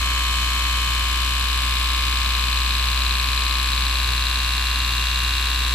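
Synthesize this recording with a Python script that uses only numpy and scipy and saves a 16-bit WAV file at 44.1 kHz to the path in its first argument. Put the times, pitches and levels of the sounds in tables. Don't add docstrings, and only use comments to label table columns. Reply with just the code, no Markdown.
import sys
import numpy as np
from scipy import signal
from scipy.fft import rfft, irfft
from scipy.io import wavfile
from scipy.ndimage import uniform_filter1d, map_coordinates

SR = 44100
rng = np.random.default_rng(int(sys.argv[2]) if len(sys.argv) > 2 else 0)


def field_ratio(decibels):
    return 10 ** (np.asarray(decibels, dtype=float) / 20)


def unload_audio(sound):
    columns = np.transpose(np.atleast_2d(sound))
    steps = np.round(np.clip(columns, -1, 1) * 32767)
    wavfile.write(sys.argv[1], SR, steps.astype(np.int16))


N = 253134
TIME = np.arange(N) / SR


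def rms_one(x):
    return x / np.sqrt(np.mean(x ** 2) + 1e-20)


def in_time(rows):
    s, *columns = np.transpose(rows)
    return [np.interp(TIME, s, column) for column in columns]


def level_in_pose(level, pose):
    lowered, rolled = pose
    base_db, lowered_db, rolled_db = level
    return base_db + lowered_db * lowered + rolled_db * rolled


def every(turns, share, count):
    return np.arange(share % count, turns[-1], count)


def strikes(turns, at, db, slack_us, spread_db):
    chance = rng.standard_normal((len(at), 2))
    where = np.interp(at, turns, np.arange(N)) + chance[:, 0] * slack_us * SR / 10 ** 6
    where = np.clip(where, 0, N - 2)
    whole = where.astype(int)
    size = field_ratio(db + spread_db * chance[:, 1])
    clicks = np.full(N, 1e-18)
    np.add.at(clicks, whole, size * (1 - where + whole))
    np.add.at(clicks, whole + 1, size * (where - whole))
    return clicks


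def ring(clicks, modes, order=1):
    out = 0
    for k, (hz, width, db) in enumerate(modes):
        r = np.exp(-np.pi * width / SR)
        w = 2 * np.pi * hz / SR
        tone = clicks
        for _ in range(order):
            tone = signal.lfilter([(1 - r * r) / 2, 0, (r * r - 1) / 2], [1, -2 * r * np.cos(w), r * r], tone)
        out = out + (-1) ** k * field_ratio(db) * tone
    return out


def coloured(spectrum, alike, looped=None, repeats=None):
    log_hz = np.log(np.maximum(np.arange(N // 2 + 1) * SR / N, 1))
    hz, db = np.transpose(spectrum)
    gain = field_ratio(np.interp(log_hz, np.log(hz), db))
    white = rfft(rng.standard_normal((2, N)))
    if looped is not None:
        hz, shares = np.transpose(repeats)
        share = np.interp(log_hz, np.log(hz), shares)
        white = np.sqrt(1 - share) * white + np.sqrt(share) * rfft(looped)
    mid, side = irfft(white * gain, N)
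    return rms_one(np.sqrt(1 + alike) * mid + np.sqrt(1 - alike) * side * np.array([[1], [-1]]))


# (time [s], speed [turns per s])
MOTOR_SPEED = [(0.0, 67.48), (0.4, 67.246), (0.5, 67.488), (1.11, 67.065), (1.33, 67.384), (1.69, 67.005),
               (2.28, 67.022), (2.49, 67.392), (2.78, 67.095), (3.15, 67.298), (3.56, 67.406),
               (3.79, 67.091), (3.86, 67.405), (4.07, 67.162), (4.83, 67.477), (5.06, 67.35),
               (5.21, 67.376), (5.74, 67.117)]


def motor():
    return np.cumsum(in_time(MOTOR_SPEED)[0]) / SR


# (time [s], lowered [0-1], rolled [0-1])
HAND_POSE = [(0.0, 0.02, 0), (0.75, 0, 0.08), (1.4, 0.35, 0.8), (2.2, 0.3, 1), (3.1, 0.54, 1),
             (3.5, 0.32, 1), (4.2, 0.72, 0.84), (4.6, 0.79, 0.7), (5.3, 0.9, 0.62), (5.74, 0.81, 0.6)]


def hand():
    return in_time(HAND_POSE)


# (angle [share of turn], then relative force [dB] on
GEAR_CONTACTS = [(0.9754, 5.5, 7.5, 6.5, 22, 7.5), (0.089, -10, -34, -4, -18, 0),
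                 (0.243, -2.5, -3.5, -1, -29, -0.5), (0.4603, 12, -12, -2.5, -11, 1.5),
                 (0.6018, -4, -2.5, 0.5, -32, -7), (.72, -48, -47, 2.5, -13, -11),
                 (0.8619, 2.5, -11.5, 3, -24, -10)]
TURN_PRESS = [-0.089, 0.28, 0.42]
STRIKE_LEAD = [0.023, 0.0597, 0.04096, 0.0958, 0.0694]
# (frequency [Hz], width [Hz], relative level [dB])
HANDLE_MODES = [(1101, 176, 4), (1349, 72, -4.5), (876.6, 37, -9), (733, 36, -10.5), (676.5, 73, -16)]
SHELL_MODES = [(1610, 267, -5), (1946, 155, -15)]
HEAD_MODES = [(2109, 160, -2), (2216, 122, -0.5), (2364, 57, -17), (2534, 100, 2), (2700, 58, -8),
              (3021, 55, -1.5), (3186, 156, -1.5)]
WHINE_MODES = [(2758, 60, -1), (2829, 55, 1.5), (2360, 110, -8), (2692, 50, -8)]
WINDOW_MODES = [(3457, 53, -0.5), (3373, 61, -13), (3662, 210, 7), (3880, 97, 15), (4138, 240, -1),
                (4320, 146, -10), (4490, 176, -1.5), (5166, 100, -6.5)]
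# (relative base level [dB], gain fully lowered [dB], gain fully rolled [dB])
HANDLE_LEVEL = (-29, -4.0, 0.8)
SHELL_LEVEL = (-35, 3, -0.5)
HEAD_LEVEL = (-27, -11.5, 0.9)
WHINE_LEVEL = (-45.5, 18, 0.5)
WINDOW_LEVEL = (-33.5, 0.4, 6.5)


def gears(turns, pose):
    parts = [(HANDLE_MODES, HANDLE_LEVEL), (SHELL_MODES, SHELL_LEVEL), (HEAD_MODES, HEAD_LEVEL),
             (WHINE_MODES, WHINE_LEVEL), (WINDOW_MODES, WINDOW_LEVEL)]
    angles = [every(turns, row[0], count=1) for row in GEAR_CONTACTS]
    at = np.concatenate(angles)
    rows = np.concatenate([[row] * len(a) for row, a in zip(GEAR_CONTACTS, angles)])
    press_db = np.array(TURN_PRESS)[np.round(at).astype(int) % 3]
    casing, touch = 0, 0
    for k, (modes, level) in enumerate(parts):
        touch = strikes(turns, at - STRIKE_LEAD[k], rows[:, k + 1] + press_db, slack_us=6, spread_db=.8)
        part = rms_one(ring(touch, modes, order=2))
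        casing = casing + field_ratio(level_in_pose(level, pose) - 2.5) * part
    return casing, touch


# (frequency [Hz], width [Hz], relative level [dB])
KNOCK_MODES = [(3656, 700, -0.5), (4063, 590, 1.5), (2490, 310, -3)]
# (time [s], level [dB])
KNOCK_CURVE = [(0, -17), (1.2, -15), (1.7, -11), (2.2, -8.5), (3.2, -8.5), (4.0, -10), (4.8, -11.5),
               (5.74, -12)]
# (turn of drum cycle [motor turns], relative level [dB])
BLADE_TICKS = [(1, -18.5), (2.93, -18.5), (1, -11.5), (1.2, -23)]
# (frequency [Hz], width [Hz], relative level [dB])
TICK_MODES = [(11020, 420, 1.5), (13400, 1500, -28)]
# (relative base level [dB], gain fully lowered [dB], gain fully rolled [dB])
TICK_LEVEL = (7.5, 0, 6.5)


def cutter(turns, pose):
    knock_at = every(turns, 1.935, count=3)
    blows = strikes(turns, knock_at, 0, slack_us=6, spread_db=.6)
    knock = ring(blows, KNOCK_MODES, order=3)
    knock = knock / np.percentile(np.abs(knock), 99.9)
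    clicks = sum(strikes(turns, every(turns, turn, count=3), db, slack_us=6, spread_db=1.5)
                 for turn, db in BLADE_TICKS)
    ticks = ring(clicks, TICK_MODES)
    return field_ratio(in_time(KNOCK_CURVE)[0]) * knock + field_ratio(level_in_pose(TICK_LEVEL, pose)) * ticks


def scrape(turns, lowered):
    grain_s, grain_db = .0005, 2.5
    size = int(3 * N / turns[-1])
    angle = turns / 3 % 1 * size
    spots = rms_one(uniform_filter1d(rng.standard_normal(size), int(grain_s * SR), mode="wrap"))
    patterns = rng.standard_normal((3, 2, size)) * field_ratio(grain_db * spots)
    out = np.zeros((2, N))
    for k, pair in enumerate(patterns):
        weight = np.cos(np.pi * (lowered + 2 * k / 3))
        out += weight * np.array([map_coordinates(p, [angle], order=3, mode="grid-wrap") for p in pair])
    return rms_one(out)


# (frequency [Hz], relative level [dB per Hz])
RATTLE_SPECTRUM = [(400, -29.5), (700, -24), (1100, -15.5), (1500, -20.5), (1900, -14.5), (2300, -10),
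                   (2700, -5), (3100, -9.5), (3400, -5), (3800, -11), (4100, -9.5), (4500, -9),
                   (5200, -14.5), (6200, -20.5), (7900, -18.5), (9100, -24.5), (10900, -20.5), (12500, -23),
                   (14500, -26), (15600, -14.5)]
# (frequency [Hz], share of the rattle's power that repeats [0-1])
SCRAPE_SHARE = [(600, .85), (4500, .8), (5500, .65), (8000, .55), (12000, .4)]
# (frequency [Hz], width [Hz], relative level [dB])
BUZZ_MODES = [(4140, 350, 0)]
UPPER_MODES = [(7940, 460, -6), (6740, 1100, -6)]
# (relative base level [dB], gain fully lowered [dB], gain fully rolled [dB])
RATTLE_LEVEL = (-41, -0.67, 0.1)
BUZZ_LEVEL = (-35.5, -9.5, -4.5)
UPPER_LEVEL = (-35, 1.5, -6)


def rattle(touch, looped, pose):
    fade = np.exp(-1 / (0.002 * SR))
    flare = rms_one(signal.lfilter([1], [1, -fade], touch))
    noise = coloured(RATTLE_SPECTRUM, alike=0.025, looped=looped, repeats=SCRAPE_SHARE) * (1 + 0.57 * flare)
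    treble = signal.butter(4, [9000, 15000], "band", fs=SR, output="sos")
    treble_rms = np.sqrt(np.mean(signal.sosfilt(treble, noise) ** 2))
    hiss = field_ratio(level_in_pose(RATTLE_LEVEL, pose) + 2.0) * noise / treble_rms
    buzz = field_ratio(level_in_pose(BUZZ_LEVEL, pose)) * rms_one(ring(looped, BUZZ_MODES, order=2))
    shaken = (rng.standard_normal((2, N)) + looped) * (1 + 0.077 * flare)
    high_ring = field_ratio(level_in_pose(UPPER_LEVEL, pose) - 2.5) * rms_one(ring(shaken, UPPER_MODES, order=2))
    return hiss + buzz + high_ring


# (delay at start [ms], delay at end [ms], level before the side's gain [dB])
ECHO_PATHS = [
    [(.31, 0.55, -11.5), (1.3, 1.15, -21.5), (3.7, 3.55, -9)],
    [(.17, 0.23, -8), (1.7, 2, -36), (4.3, 4.2, -13.5)],
]
# (lead at start [ms], lead at end [ms])
LEFT_LEAD = [0.08, 0.015]


def near_echoes(x):
    bright = signal.sosfilt(signal.butter(2, 1400, "high", fs=SR, output="sos"), x)
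    late = np.arange(N) - np.linspace(*LEFT_LEAD, N) * SR / 1000
    out = np.array([x, map_coordinates(x, [late], order=3)])
    for side, echoes in enumerate(ECHO_PATHS):
        for start_ms, end_ms, db in echoes:
            lag = np.linspace(start_ms, end_ms, N) * SR / 1000
            out[side] += field_ratio(db) * map_coordinates(bright, [np.arange(N) - lag], order=3)
    return out


def room(x):
    t60_s, level_db = 0.27, -15
    t = TIME[:int(.4 * SR)]
    tail = rng.standard_normal((2, len(t))) * field_ratio(-60 * t / t60_s) * (t > .006)
    tail = signal.lfilter([.5], [1, -.5], tail)
    tail = tail / np.sqrt(np.sum(tail ** 2, axis=1, keepdims=True))
    return field_ratio(level_db) * signal.fftconvolve(x[None], tail, axes=1)[:, :N]


# (multiple of its frequency, relative level [dB])
HUM_OVERTONES = [(1, 0), (2, -27), (3, -28.5), (5, -33)]
# (time [s], rms level before the side's gain [dB])
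HUM_CURVE = [(0.05, -24), (1.13, -24), (3.12, -23), (3.25, -24.5), (4.13, -23), (4.25, -24.5), (5.51, -24),
             (5.68, -23)]


def hum():
    hum_hz, hum_crest_s = 58.757, 3.2212
    second_hz, second_db, loudest_s = 120, -47.5, 1.277
    level_db = in_time(HUM_CURVE)[0]
    t = TIME - np.array([[.0003], [0]])
    tone = sum(field_ratio(db + level_db) * np.cos(2 * np.pi * k * hum_hz * (t - hum_crest_s))
               for k, db in HUM_OVERTONES)
    crest_s = hum_crest_s + np.round((loudest_s - hum_crest_s) * hum_hz) / hum_hz
    tone = tone + field_ratio(second_db) * np.cos(2 * np.pi * second_hz * (t - crest_s))
    return np.sqrt(2) * tone * field_ratio(np.array([[.35], [-.35]]))


# (frequency [Hz], relative level [dB per Hz])
ROOM_TONE_SPECTRUM = [(20, -7), (40, -6), (90, 2), (140, -7.5), (220, -7.5), (300, -10.5), (500, -15.5),
                      (800, -17), (1500, -12), (4000, -45)]


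def room_tone():
    return field_ratio(-39.5) * coloured(ROOM_TONE_SPECTRUM, alike=0.89)


def scene():
    turns = motor()
    pose = hand()
    casing, touch = gears(turns, pose)
    tool = casing + cutter(turns, pose)
    near = near_echoes(tool) * field_ratio(np.array([[.1], [-1.2]]))
    hiss = rattle(touch, scrape(turns, pose[0]), pose) * field_ratio(np.array([[1.3], [-1.3]]))
    return near + hiss + room(tool) + hum() + room_tone()


def roll_off(x):
    return signal.sosfilt(signal.butter(12, 15700, fs=SR, output="sos"), x)


def record(dry):
    cut = signal.cheby2(12, 60, 15700, fs=SR, output="sos")
    mix = signal.sosfilt(cut, dry)
    return roll_off(mix)


dry = scene()
out = record(dry)
unload_audio(out)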